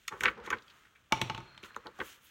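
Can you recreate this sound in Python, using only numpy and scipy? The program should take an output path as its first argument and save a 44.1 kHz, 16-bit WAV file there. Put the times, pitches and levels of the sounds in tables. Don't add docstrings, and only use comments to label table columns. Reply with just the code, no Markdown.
import sys
import numpy as np
from scipy import signal
from scipy.fft import rfft, irfft, next_fast_len
from scipy.io import wavfile

SR = 44100
rng = np.random.default_rng(int(sys.argv[2]) if len(sys.argv) > 2 else 0)


def dump_mix(stems):
    frames = np.atleast_2d(stems).T
    limited = np.clip(frames, -1, 1)
    pcm = np.round(limited * 32767).astype(np.int16)
    wavfile.write(sys.argv[1], SR, pcm)


N = 101429
T = np.arange(N) / SR

# (time [s], length [s], flap level [dB], snap level [dB], snap pitch [Hz],
# crackle level [dB])
CARD_SNAPS = [(0.081, 0.0019, -69, -36.5, 1870, -37), (0.126, 0.023, -44, -38, 1240, -60.5),
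              (0.208, 0.0033, -47.5, -33.5, 2100, -39.5), (0.223, 0.015, -45.5, -40.5, 1300, -72),
              (0.237, 0.0034, -40.5, -28, 1430, -36.5), (0.251, 0.022, -43, -27, 1465, -49),
              (.2572, .0007, -44, -23, 1950, -70), (0.263, 0.016, -35.5, -25, 1790, -62),
              (0.2816, 0.0067, -57, -26, 1840, -55), (0.385, 0.05, -43.5, -47.5, 980, -95),
              (0.453, 0.03, -70, -47, 1770, -54.5), (0.464, 0.0032, -64, -55, 1590, -52.5),
              (0.476, 0.006, -44.5, -40, 1310, -82), (0.5047, 0.0015, -48, -33, 1580, -42),
              (0.517, 0.015, -41, -36.5, 1420, -68), (0.5291, 0.0067, -42.5, -27, 1460, -55),
              (1.6319, 0.0035, -50, -52, 2000, -59), (1.646, 0.014, -77, -48, 1480, -57),
              (1.764, 0.00067, -47.5, -37, 1350, -54.5), (1.861, 0.014, -45, -43.5, 1130, -70),
              (1.99, 0.0058, -47, -44.5, 1000, -61), (2.003, 0.0024, -39, -35.5, 1820, -58.5),
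              (2.015, 0.0031, -48.5, -35, 1390, -67)]
# (frequency [Hz], level [dB])
FLAP_COLOUR = [(28, -22), (55, -2), (120, -6), (260, -1), (500, 2.5), (720, -14), (6000, -48)]
# (frequency [Hz], level [dB])
CRACKLE_COLOUR = [(1500, -26), (3200, 11), (4900, -0.5), (6600, 4), (8000, -4.5), (10500, -12),
                  (13000, -9.5), (16000, -19.5)]
# (frequency [ratio to pitch], level [dB])
SNAP_COLOUR = [(.3, -30.5), (.72, 7.5), (1, 8.5), (1.35, 3), (1.9, -8.5), (10, -68)]
BEND_LAG_S = 0.00243
FIBRE_SPREAD, FIRST_CLICK = 0.89, 0.21
RISE_SHARE = 0.37
EDGE_ECHO, EDGE_LAG_S = 0.19, 0.0034

# (time [s], length [s], level [dB], pitch [Hz])
TICKS_AND_SCUFFS = [(.052, 0.0007, -66, 1940), (.586, .003, -57.5, 3080), (0.623, 0.0044, -64, 4500),
                    (0.681, 0.0021, -59, 3160), (0.702, 0.0071, -58.5, 3270), (0.853, .01, -59, 1670),
                    (0.958, 0.015, -59.5, 1980), (1.116, 0.0096, -49, 845), (1.6366, 0.0024, -49, 2880),
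                    (1.707, 0.0011, -54, 1380), (1.7465, 0.00064, -55.5, 2350), (1.869, 0.0013, -50, 3320),
                    (2.061, 0.048, -53.5, 12900), (2.1, .025, -58, 6000), (2.245, 0.038, -59, 13000)]
SCUFF_WIDTH, SCUFF_GRAIN = 0.27, 0.75

# (time [s], thump level [dB], wood level [dB], metal level [dB],
# crack level [dB], crack cut-off [Hz])
PLIERS_KNOCKS = [(1.1228, -35, -24, -27, -26, 9450), (1.2152, -32, -35, -33.5, -29.5, 9900),
                 (1.2979, -39.5, -34, -73, -33.5, 4040), (1.3473, -54, -45, -72, -40.5, 5750),
                 (1.3776, -41, -43, -55.5, -47, 7400), (1.404, -51.5, -50.5, -57.5, -69, 5000),
                 (1.577, -88, -87, -78, -50, 5740)]
# (frequency [Hz], level [dB], t60 [s])
TABLE_MODES = [(56, -5.5, 0.057), (107.5, -15.5, 0.47), (125.3, -4, 0.17), (168.4, -9.5, 0.13),
               (265, -5, 0.055), (341.8, -5, 0.084)]
# (frequency [Hz], level [dB], t60 [s])
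BOARD_MODES = [(708, -11.5, 0.066), (896, 3, 0.049), (1093, 2, 0.028), (1277, 5.5, 0.024),
               (1430, 6.5, 0.017)]
# (frequency [Hz], level [dB], t60 [s])
PLIERS_MODES = [(2250, 4, 0.039), (2375, 9, 0.009), (2620, -18, 0.067), (3310, -11, 0.057),
                (4230, -5.5, 0.017), (5700, 3.5, 0.0096)]
# (frequency [Hz], level [dB])
CRACK_COLOUR = [(100, 9), (700, -5), (1000, 3), (1800, -1), (2400, 6), (3700, 2), (4800, -11.5),
                (6000, -9.5), (10500, -20.5), (16000, -9)]
CRACK_S, JOINT_RATTLE_S = 0.0011, 0.0013
CLATTER_S, CLATTER_DB = 0.1, -14
CONTACT_DETUNE = 0.012
CHATTER_DRIVE = 0.15

WHINE_HZ, WHINE_SAG_HZ_PER_S, WHINE_WIDTH_HZ = 4210, 150, 100
WHINE_PEAK_S, WHINE_LENGTH_S, WHINE_DB = 1.55, 0.16, -68.5

# (time [s], level [dB])
SLIDE_LEVEL = [(.16, -68.5), (.23, -55), (.3, -62.5), (.42, -100), (.46, -73), (.8, -68), (.9, -73.5),
               (1.62, -75.5), (1.65, -56), (1.72, -72), (1.93, -74), (2.05, -54.5), (2.13, -56.5),
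               (2.2, -70.5), (2.27, -62.5)]
# (frequency [Hz], level [dB])
SLIDE_COLOUR = [(500, -37.5), (1500, 12.5), (3200, 20), (4800, 6), (6500, 12.5), (10000, 2.5), (13000, 2),
                (16000, 7.5)]
# (time [s], level [dB])
RUSTLE_LEVEL = [(.06, -75.5), (.16, -64), (.56, -53), (.63, -67), (.72, -63), (.9, -70.5), (1.08, -73.5),
                (1.5, -63.5), (1.82, -61.5), (1.94, -64), (2.05, -57), (2.2, -69.5)]
# (frequency [Hz], level [dB])
RUSTLE_COLOUR = [(45, -31), (100, -3), (276, -3), (764, -7.5), (1270, 4.5), (4840, -20.5), (9000, -37),
                 (16000, -83)]
# (frequency [Hz], level [dB])
CRINKLE_COLOUR = [(600, -29.5), (1400, -1.5), (3200, -10), (14000, -47.5)]
SLIDE_GRAIN, CRINKLE_SPREAD = 0.65, 0.7
CRINKLE_DB = -6

# (frequency [Hz], level [dB])
AIR_COLOUR = [(100, 11), (200, 3), (700, -5), (2500, -40), (16000, -32)]
AIR_DB = -74
# (frequency [Hz], t60 [s])
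ROOM_DECAY = [(100, 0.69), (2000, 0.22), (6000, 0.32), (14000, 0.13)]
CARD_ROOM_DB, PLIERS_ROOM_DB = -26, -15.5
NEAR_DB, NEAR_S = -10, 0.0089
TOP_HZ = 16000


def card_snaps():
    out, size, lead = np.zeros(N), 8192, 1024
    t = (np.arange(size) - lead) / SR
    hz = np.fft.rfftfreq(size, 1 / SR)
    lag = BEND_LAG_S * (np.sqrt(2000 / np.maximum(hz, 200)) - 1)
    bend = np.exp(-2j * np.pi * np.cumsum(lag) * SR / size)
    for start, length, flap_db, snap_db, snap_hz, crackle_db in CARD_SNAPS:
        rise = -t / (length * RISE_SHARE)
        swell = np.exp(-np.maximum(t / length, rise))
        click = FIRST_CLICK * np.exp(-length / 0.027) * (t == 0)
        slips = unit(grains(size, FIBRE_SPREAD) * swell) + click

        edge_lag = EDGE_LAG_S * rng.uniform(1, 2.7)
        edge = EDGE_ECHO * np.exp(-2j * np.pi * hz * edge_lag)
        push = irfft(rfft(slips) * bend / (1 + edge), size)

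        flutter = grains(size, 0.2) * np.exp(-np.maximum(t / (length + 0.012), rise))
        flap = colour(flutter, FLAP_COLOUR)
        snap = colour(push, [(ratio * snap_hz, db) for ratio, db in SNAP_COLOUR])
        crackle = colour(push, CRACKLE_COLOUR)
        mix = blow(flap, flap_db) + blow(snap, snap_db) + blow(crackle, crackle_db)
        add(out, start - lead / SR, mix)
    return out


def pliers_knocks():
    out, t = np.zeros(N), T[:SR]
    click = t == 0
    give = 1 - np.exp(-t / 0.0045)
    for start, thump_db, wood_db, metal_db, crack_db, cut_hz in PLIERS_KNOCKS:
        chatter = amp(CLATTER_DB) * unit(grains(len(t), 0.7) * np.exp(-t / CLATTER_S))
        contact = click + CHATTER_DRIVE * chatter

        table = ring(TABLE_MODES, t)
        boards = signal.fftconvolve(contact, ring(BOARD_MODES, t, CONTACT_DETUNE))[:len(t)]
        strike = contact + 0.19 * burst(t, JOINT_RATTLE_S)
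        metal = signal.fftconvolve(strike, ring(PLIERS_MODES, t, CONTACT_DETUNE))[:len(t)]

        crack = colour(0.18 * click + burst(t, CRACK_S) + chatter, CRACK_COLOUR)
        crack = butter(crack, 2, cut_hz)

        wood = blow(table * give, thump_db) + blow(boards * give, wood_db)
        add(out, start, wood + blow(metal, metal_db) + blow(crack, crack_db))
    return out


def ticks_and_scuffs():
    out = np.zeros(N)
    for start, length, db, hz in TICKS_AND_SCUFFS:
        t = (T - start) / length
        noise = grains(N, SCUFF_GRAIN) * np.exp(-np.maximum(t, -t / RISE_SHARE))
        edges = hz * np.exp([-SCUFF_WIDTH, SCUFF_WIDTH])
        out += blow(butter(noise, 2, edges, "band"), db)
    return out


def handling():
    slide = unit(colour(grains(N, SLIDE_GRAIN), SLIDE_COLOUR))

    ticks = np.minimum(np.exp(CRINKLE_SPREAD * rng.standard_normal(700)), 30)
    strength = np.interp(T, np.linspace(0, T[-1], len(ticks)), ticks)
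    crinkle = colour(rng.standard_normal(N) * strength, CRINKLE_COLOUR)

    rustle = unit(colour(grains(N, 0.46), RUSTLE_COLOUR)) + amp(CRINKLE_DB) * unit(crinkle)
    return slide * follow(SLIDE_LEVEL) + rustle * follow(RUSTLE_LEVEL)


def whine():
    t = T - WHINE_PEAK_S
    waver = butter(rng.standard_normal(N) + 1j * rng.standard_normal(N), 2, WHINE_WIDTH_HZ)
    phase = 2 * np.pi * np.cumsum(WHINE_HZ - WHINE_SAG_HZ_PER_S * t) / SR
    sing = np.real(waver * np.exp(1j * phase))
    swell = np.exp(-0.5 * (t / WHINE_LENGTH_S) ** 2)
    return unit(sing) * np.sqrt(N) * amp(WHINE_DB) * swell


def still_air():
    return unit(colour(rng.standard_normal(N), AIR_COLOUR)) * np.sqrt(N) * amp(AIR_DB)


def room(x, tail_db):
    t, tail = T[:SR], 0
    edges = np.geomspace(60, 18000, 9)
    hz, t60 = np.array(ROOM_DECAY).T
    for lo, hi in zip(edges, edges[1:]):
        band = butter(rng.standard_normal(SR), 2, [lo, hi], "band")
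        band_t60 = np.interp(np.log(lo * hi) / 2, np.log(hz), t60)
        tail = tail + band * np.exp(-np.log(1000) * t / band_t60)
    tail = tail * (1 - np.exp(-t / 0.018))
    near = rng.standard_normal(SR) * np.exp(-t / NEAR_S) * (t > 0.002)
    echoes = amp(tail_db) * unit(tail) + amp(NEAR_DB) * unit(near)
    return x + signal.fftconvolve(x, echoes)[:N]


def amp(db):
    return 10 ** (np.asarray(db) / 20)


def unit(x):
    return x / np.sqrt(np.sum(x ** 2) + 1e-30)


def blow(x, db):
    return unit(x) * amp(db) * np.sqrt(SR / 100)


def follow(curve):
    return amp(np.interp(T, *np.array(curve).T)) * np.sqrt(N)


def butter(x, order, hz, kind="low"):
    return signal.sosfilt(signal.butter(order, hz, kind, fs=SR, output="sos"), x)


def colour(x, points):
    n = next_fast_len(len(x) + 4096, True) // 2 * 2
    hz, db = np.array(points, float).T
    curve = np.interp(np.log(np.fft.rfftfreq(n, 1 / SR) + 1), np.log(hz), db)
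    cepstrum = irfft(np.log(amp(curve)), n)
    cepstrum[1:n // 2] *= 2
    cepstrum[n // 2 + 1:] = 0
    return irfft(rfft(x, n) * np.exp(rfft(cepstrum)), n)[:len(x)]


def add(out, start, x):
    i = max(int(start * SR), 0)
    out[i:i + len(x)] += x[:max(N - i, 0)]


def grains(size, spread):
    a, b = rng.standard_normal((2, size))
    return unit(a * np.exp(spread * b)) * np.sqrt(size)


def burst(t, peak_s):
    return unit(grains(len(t), 0.27) * t * np.exp(-t / peak_s))


def ring(modes, t, spread=0):
    detune = 1 + spread * rng.standard_normal(len(modes))
    out = np.zeros(len(t))
    for (hz, db, t60), shift in zip(modes, detune):
        out += amp(db) * np.sin(2 * np.pi * hz * shift * t) * np.exp(-np.log(1000) * t / t60)
    return out


def scene():
    card = room(card_snaps() + ticks_and_scuffs(), CARD_ROOM_DB)
    pliers = room(pliers_knocks(), PLIERS_ROOM_DB)
    return (card + pliers + handling() + whine() + still_air())[None]


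def record(dry):
    thin = butter(dry, 4, 36, "high")
    return signal.sosfilt(signal.ellip(10, 0.2, 70, TOP_HZ, fs=SR, output="sos"), thin)


dry = scene()
out = record(dry)
dump_mix(out)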